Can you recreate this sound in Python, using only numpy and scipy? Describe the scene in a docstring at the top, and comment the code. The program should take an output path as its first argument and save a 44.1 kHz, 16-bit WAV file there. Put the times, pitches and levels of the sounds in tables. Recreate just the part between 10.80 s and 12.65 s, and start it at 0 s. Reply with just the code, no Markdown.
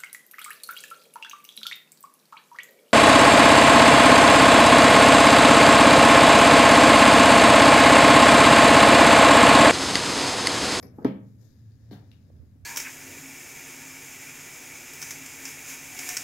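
"""A small room, a stereo pair of microphones on a table where a steel push whisk is pressed down.
Sticking steel squeaks, parts click, and the whisk bottoms out with a thump that rings the table top.
The shaft scrapes back out of the sprung handle and clacks against its stop, shaking the wire cage;
then the whisk is laid down with light taps. Behind it the room rumbles and hums.
The right microphone hears little treble."""
import sys
import numpy as np
from scipy import signal
from scipy.fft import rfft, irfft, next_fast_len
from scipy.io import wavfile
from scipy.ndimage import map_coordinates

SR = 44100
rng = np.random.default_rng(int(sys.argv[2]) if len(sys.argv) > 2 else 0)


def waveform_to_disk(signal):
    """Save audio, clipped to [-1, 1], as 16-bit WAV at the path in sys.argv[1]."""
    frames = np.transpose(np.atleast_2d(signal))
    scaled = np.clip(frames, -1, 1) * 32767
    samples = np.round(scaled).astype(np.int16)
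    wavfile.write(sys.argv[1], SR, samples)


N = 81585
RING_S, CRACK_S = .6, .08  # time allowed for a long and a short event to die away

# Blows on the table. Each row: start in seconds, level in dB, brightness in dB per octave,
# cut-off of the soft contact in Hz.
TABLE_BLOWS = [(.185, -34.5, 7, 1200), (0.223, -37.5, 8.5, 800), (.247, -22, 5.5, 2500),
               (0.2514, -10, 1, 2600), (1.1137, -35, -6, 650), (1.131, -37, -5, 496), (1.168, -46, 1, 450),
               (1.631, -52, -8, 600), (1.758, -56.5, 0, 777)]
# Modes of the table top. Each row: frequency in Hz, gain in dB, t60 in seconds.
TABLE_MODES = [(134.5, -17.5, 0.43), (196, -25, 0.59), (261, -19, 0.28), (281, -2.5, 0.09),
               (311.7, -5, 0.065), (394, -3, 0.034), (419, -31, 0.1), (528.7, -29, 0.39),
               (627.3, -30.5, 0.25), (734, -32, 0.13), (831, -20, 0.088), (892, -22.5, 0.062),
               (976, -29, 0.053), (1273, -27.5, 0.14), (1615, -37, 0.15)]
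def knocks(rise_s=.0008, low_cut_hz=96, left_lag_s=.00022):
    """Each blow rings the table top, harder ones its upper modes; the right microphone hears it first."""
    out, t = np.zeros(N), seconds(RING_S)
    hz, mode_db, t60 = np.transpose(TABLE_MODES)
    modes = np.sin(2 * np.pi * hz[:, None] * t) * decay(t, t60[:, None]) * (1 - np.exp(-t / rise_s))
    octaves = np.log2(hz / hz[np.argmax(mode_db)])  # from the strongest mode
    for s, db, tilt, soft_hz in TABLE_BLOWS:
        force = amp(db + tilt * octaves) / (1 + (hz / soft_hz) ** 4)
        add(out, s, -(force * amp(mode_db)) @ modes)
    out = signal.sosfilt(signal.butter(4, low_cut_hz, "high", fs=SR, output="sos"), out)
    arrival = lambda f: np.exp(1j * np.pi * f * left_lag_s * np.array([[-1], [1]]))
    return filtered(in_room(out, room_db=-11), arrival)


# Steel parts meeting. Each row: start in seconds, level in dB, t60 in seconds, low cut in Hz,
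# ring frequency in Hz, ring height in dB, room tail in dB.
STEEL_CONTACTS = [(0.0272, -50.5, 0.034, 246, 5600, 16.5, -2), (.031, -54, 0.019, 500, 11300, 24, -3.5),
                  (0.069, -62, .012, 400, 5820, 25, 0), (0.2468, -33.5, .016, 200, 1050, 6, -5),
                  (.2508, -44, 0.019, 200, 2940, 10, 6), (.228, -65, 0.017, 2120, 4950, 14.5, 0.5),
                  (.918, -68.5, 0.011, 2010, 4830, 17.5, 2.5), (1.1106, -52, 0.023, 300, 3950, 13.5, 7),
                  (1.121, -55, 0.0093, 153, 3440, 15, 10.5), (1.1314, -58, 0.0054, 150, 3000, -4, 2),
                  (1.3161, -50, 0.015, 3150, 3880, 9.5, -0.5), (1.566, -63, 0.0074, 2200, 3900, 17, -8)]
# The colour the handle gives them. Each row: frequency in Hz, gain in dB.
HANDLE_COLOUR = [(70, -28), (260, 9), (620, 10.5), (1250, 3), (2100, 4), (3100, -8.5), (5400, -5),
                 (8300, -21), (11700, -9.5), (15400, -22.5)]
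def clicks(ring_octaves=.34):
    """Short cracks of steel on steel, damped by the hand and coloured by the handle."""
    out, t = np.zeros((2, N)), seconds(CRACK_S)
    for s, db, t60, low_hz, ring_hz, ring_db, room_db in STEEL_CONTACTS:
        def colour(hz):
            low_cut_db = -10 * np.log10(1 + (low_hz / (hz + low_hz / 10)) ** 8)
            peak_db = ring_db * bell(np.log2((hz + 1) / ring_hz) / ring_octaves)
            return causal(along(HANDLE_COLOUR, hz) + low_cut_db + peak_db)
        crack = 2 * rng.standard_normal(len(t)) * decay(t, t60)
        add(out, s, amp(db) * in_room(filtered(crack, colour), room_db))
    return out


# Pings in the sharpest clicks. Each row: start in seconds, level in dB, pitch in Hz, t60 in seconds.
STEEL_PINGS = [(0.0282, -51, 2295, 0.026), (1.316, -46.5, 2770, 0.0093), (1.3157, -47.5, 3750, 0.01)]
def pings():
    """A steel part rings briefly before the hand damps it."""
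    out, t = np.zeros((2, N)), seconds(CRACK_S)
    for s, db, hz, t60 in STEEL_PINGS:
        ring = np.sin(2 * np.pi * hz * t) * decay(t, t60)
        add(out, s, amp(db) * in_room(ring, room_db=-3.5))
    return out


# Colour of the wire cage. Each row: frequency in Hz, relative level in dB.
WIRE_COLOUR = [(1500, -30), (3000, -5), (5500, 2), (8500, -11.5), (12000, -3), (15500, -6.5)]
def rattle(start_s=1.111, level_db=-48, rise_s=.015):
    """The shaft hits its stop and shakes the cage: many tiny contacts between the wire loops."""
    out, t = np.zeros((2, N)), seconds(RING_S)
    contacts = coloured(grains(len(t), per_s=2500), WIRE_COLOUR)
    shake = contacts * (1 - np.exp(-t / rise_s)) * decay(t, t60=.14)
    add(out, start_s, amp(level_db) * in_room(shake, room_db=0))
    return out


# The shaft sliding in the handle. Each row: time in seconds, level in dB.
SLIDE_LEVEL = [(0, -72.5), (.13, -89.5), (.16, -76), (.23, -78), (.38, -85), (.47, -75), (.57, -79),
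               (.615, -67), (.67, -65), (.75, -69.5), (.91, -70), (.96, -73), (1.05, -68), (1.25, -69),
               (1.5, -71.5), (1.7, -75.5), (1.85, -80)]
# Resonances of the shaft. Each row: frequency in Hz, width in Hz, relative level in dB.
SHAFT_MODES = [(1720, 235, -5), (3760, 540, -3), (4940, 680, 3.5), (5470, 700, 4), (6750, 550, 4),
               (12900, 640, -1)]
def slide(extend_at_s=.67, blend_s=.071, dull_hz=4560, extended_db=1):
    """Dense friction grains ring the shaft, which sounds duller as it comes out of the handle."""
    def steel(f):
        return sum((-1) ** k * amp(db) * 1j * f * width / (hz * hz - f * f + 1j * f * width)
                   for k, (hz, width, db) in enumerate(SHAFT_MODES))
    bright = unit(filtered(grains(N, per_s=5500), steel))
    dull = amp(extended_db) * filtered(bright, lambda hz: 1 / np.sqrt(1 + (hz / dull_hz) ** 4))
    extended = .5 + .5 * np.tanh((np.arange(N) / SR - extend_at_s) / blend_s)
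    scrape = bright * (1 - extended) + dull * extended
    level_db, = curves(SLIDE_LEVEL)
    return in_room(amp(level_db) * scrape, room_db=-5)


# Thin hiss of the shaft. Each row: time in seconds, level in dB.
SHEEN_LEVEL = [(.135, -98), (.16, -72.5), (.235, -77), (.28, -88), (.46, -91), (.53, -86), (.58, -84.5),
               (.63, -76), (.75, -80), (.95, -91), (1.1, -105)]
def sheen(centre_hz=12240, width_hz=880):
    """The highest band of the shaft's friction."""
    level_db, = curves(SHEEN_LEVEL)
    band = unit(filtered(rng.standard_normal(N), lambda hz: bell((hz - centre_hz) / width_hz)))
    return in_room(amp(level_db) * band, room_db=-12)


# Squeak of the shaft. Each row: time in seconds, pitch in Hz, level in dB.
SQUEAK_GLIDE = [(0, 12260, -61), (.025, 12170, -58), (.054, 11860, -61), (.069, 11380, -63)]
def squeak(roughness=.0059, release_db_per_s=2993):
    """A thin whistle of sticking steel that sags as the shaft slows, then stops."""
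    hz, db = curves(SQUEAK_GLIDE)
    past_end_s = np.maximum(np.arange(N) / SR - SQUEAK_GLIDE[-1][0], 0)
    return amp(db - release_db_per_s * past_end_s) * wavering(hz, roughness, knots_per_s=900)


# Hand and whisk rubbing on the table. Each row: time in seconds, level in dB.
RUB_LEVEL = [(0, -52), (.025, -56.5), (.035, -42), (.1, -54), (.17, -54), (.21, -44.5), (.25, -44.5),
             (.55, -68), (.63, -62), (.72, -67.5), (1.0, -69.5), (1.2, -55.5), (1.38, -70), (1.49, -62),
             (1.63, -62.5), (1.69, -72.5), (1.85, -64)]
# Its place between the microphones. Each row: time in seconds, left minus right in dB.
RUB_BALANCE = [(0, -0.5), (1.3, -1), (1.55, -4.5), (1.85, -4)]
# Its colour. Each row: frequency in Hz, relative level in dB.
RUB_SPECTRUM = [(42, -25.5), (125, 6), (270, 1), (520, -4.5), (920, -19), (1650, -23.5), (4100, -60)]
def rubbing():
    """Dull friction on the table top, moving toward the right microphone near the end."""
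    level_db, = curves(RUB_LEVEL)
    pan_db, = curves(RUB_BALANCE)
    return panned(amp(level_db) * coloured(diffuse(N), RUB_SPECTRUM), pan_db)


# Soft bumps on the table. Each row: start in seconds, level in dB, pitch in Hz, t60 in seconds,
# left minus right in dB.
SOFT_BUMPS = [(0.188, -41.5, 850, 0.033, 0), (1.116, -38, 201, 0.25, 1.5), (1.16, -42.5, 140.5, 0.28, -1),
              (1.5018, -42, 530, .011, -15.5), (1.535, -37.5, 80, 0.21, -2.5),
              (1.593, -40, 82.2, 0.19, -18.5), (1.795, -49.5, 87.4, 0.2, -15), (1.826, -38, 90.3, 0.22, -6)]
def bumps(rise_cycles=.65):
    """Hand and handle settle on the table, each touch one damped tone."""
    out, t = np.zeros((2, N)), seconds(RING_S)
    for s, db, hz, t60, pan_db in SOFT_BUMPS:
        bump = np.sin(2 * np.pi * hz * t) * (1 - np.exp(-t * hz / rise_cycles)) * decay(t, t60)
        add(out, s, panned(amp(db) * bump, pan_db))
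    return out


# The room's rumble. Each row: frequency in Hz, relative level in dB.
RUMBLE_SPECTRUM = [(20, -11), (42, -36), (64, -5.5), (86, 5), (116, 0.5), (165, -9), (260, -8), (410, -36),
                   (820, -40.5), (2050, -40), (5100, -47.5)]
# The room's hum. Each row: time in seconds, level in dB.
HUM_LEVEL = [(0, -74.5), (.3, -56), (.6, -49), (.75, -61), (.87, -48), (1.0, -59.5), (1.1, -46),
             (1.22, -50.5), (1.4, -68), (1.85, -66)]
def room_tone(rumble_db=-53, hum_hz=110.7):
    """Low rumble around the microphones and a wavering hum in the centre."""
    hum_db, = curves(HUM_LEVEL)
    hum = unit(wavering(hum_hz, depth=.034, knots_per_s=16))
    return amp(rumble_db) * coloured(diffuse(N), RUMBLE_SPECTRUM) + amp(hum_db) * hum


# Reverberation of the small room. Each row: frequency in Hz, t60 in seconds.
ROOM_DECAY = [(110, 0.74), (310, 0.29), (1050, 0.43), (3100, .36), (6200, 0.17), (12500, 0.24)]
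def in_room(x, room_db, build_s=.0062):
    """The direct sound reaches both microphones, then a diffuse tail whose bass lasts longest."""
    t = seconds(RING_S)
    hz, frames, bands = signal.stft(diffuse(len(t)), SR, nperseg=256)
    bands = bands * decay(frames, along(ROOM_DECAY, hz)[:, None])
    tail = signal.istft(bands, SR, nperseg=256)[1][:, :len(t)]
    tail *= 1 - np.exp(-(t / build_s) ** 2)
    out = amp(room_db) * signal.fftconvolve(x[None], tail / np.linalg.norm(tail[0]), axes=1)
    out[:, :len(x)] += x
    return out[:, :N]


# Likeness of the room at the two microphones. Each row: frequency in Hz, correlation.
MIC_LIKENESS = [(40, 0.31), (110, 0.99), (280, 0.75), (550, 0.56), (1000, 0.011), (2000, 0.25), (8000, 0)]
def diffuse(size):
    """White stereo noise, alike in the bass and unrelated in the treble."""
    def mix(hz):
        turn = np.arccos(np.clip(along(MIC_LIKENESS, hz), -1, 1)) / 2
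        return np.array([np.cos(turn), np.sin(turn)])
    mid, side = filtered(rng.standard_normal((2, size)), mix)
    return np.array([mid + side, mid - side])


def amp(db):
    """Decibels to gain."""
    return 10 ** (np.asarray(db) / 20)


def unit(x):
    """Scale to rms 1."""
    return x / np.sqrt(np.mean(x ** 2) + 1e-20)


def bell(x):
    """Gaussian curve of height 1."""
    return np.exp(-.5 * x ** 2)


def seconds(length_s):
    """Time axis of one event."""
    return np.arange(round(length_s * SR)) / SR


def decay(t, t60):
    """Falls by 60 dB in t60."""
    return np.exp(-np.log(1000) * t / t60)


def along(points, hz):
    """Interpolate (Hz, value) points on a log axis."""
    f, values = np.transpose(points)
    return np.interp(np.log(hz + 1), np.log(f + 1), values)


def curves(rows):
    """One value per sample for each column after the time."""
    s, *columns = np.transpose(rows)
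    return [np.interp(np.arange(N) / SR, s, column) for column in columns]


def grains(size, per_s):
    """Impulses of random strength at random times."""
    return rng.standard_normal(size) * (rng.random(size) < per_s / SR)


def wavering(hz, depth, knots_per_s):
    """A sine whose pitch wanders along a smooth random curve."""
    wobble = map_coordinates(rng.standard_normal(N // 8), [np.arange(N) * knots_per_s / SR], mode="mirror")
    return np.sin(2 * np.pi * np.cumsum(hz * (1 + depth * wobble)) / SR)


def filtered(x, response):
    """Filter x by a gain given as a function of Hz."""
    n = x.shape[-1]
    padded = 2 * next_fast_len(n // 2 + 1024, True)
    return irfft(rfft(x, padded) * response(np.fft.rfftfreq(padded, 1 / SR)), padded)[..., :n]


def causal(db):
    """The minimum-phase response with these gains: it never sounds early."""
    cepstrum = irfft(db * np.log(10) / 20)
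    half = len(cepstrum) // 2
    cepstrum[1:half] *= 2
    cepstrum[half + 1:] = 0
    return np.exp(rfft(cepstrum))


def coloured(x, spectrum):
    """Noise shaped by (Hz, dB) points, rms 1."""
    return unit(filtered(x, lambda hz: amp(along(spectrum, hz))))


def panned(x, pan_db):
    """Left louder than right by pan_db."""
    return x * amp(np.array([[.5], [-.5]]) * pan_db)


def add(out, s, x):
    """Mix x into out from time s on."""
    start = max(round(s * SR), 0)
    out[..., start:start + x.shape[-1]] += x[..., :N - start]


def scene():
    """The whisk in front, then the hand, then the room."""
    whisk = knocks() + clicks() + pings() + rattle() + slide() + sheen() + squeak()
    return whisk + rubbing() + bumps() + room_tone()


# Response of the right microphone. Each row: frequency in Hz, gain in dB.
RIGHT_RESPONSE = [(100, -0.8), (700, -1), (1300, -1.5), (2300, -4), (3200, -18.5), (4400, -21.5),
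                  (6000, -30), (9000, -27), (15000, -28)]
# Hiss of both microphones. Each row: frequency in Hz, relative level in dB.
HISS_SPECTRUM = [(100, 31), (1000, 13.5), (3000, 3.5), (7000, 1.5), (8500, 2.5), (10000, 2), (12000, 9.5),
                 (15500, 0)]
def record(dry):
    """The right microphone is muffled; both hiss faintly and hear nothing above the band limit."""
    hiss_db, top_hz = -73.5, 15800
    heard = filtered(dry, lambda hz: np.array([np.ones_like(hz), amp(along(RIGHT_RESPONSE, hz))]))
    hiss = amp(hiss_db) * coloured(rng.standard_normal((2, N)), HISS_SPECTRUM)
    return filtered(heard + hiss, lambda hz: hz < top_hz)


dry = scene()
out = record(dry)
waveform_to_disk(out)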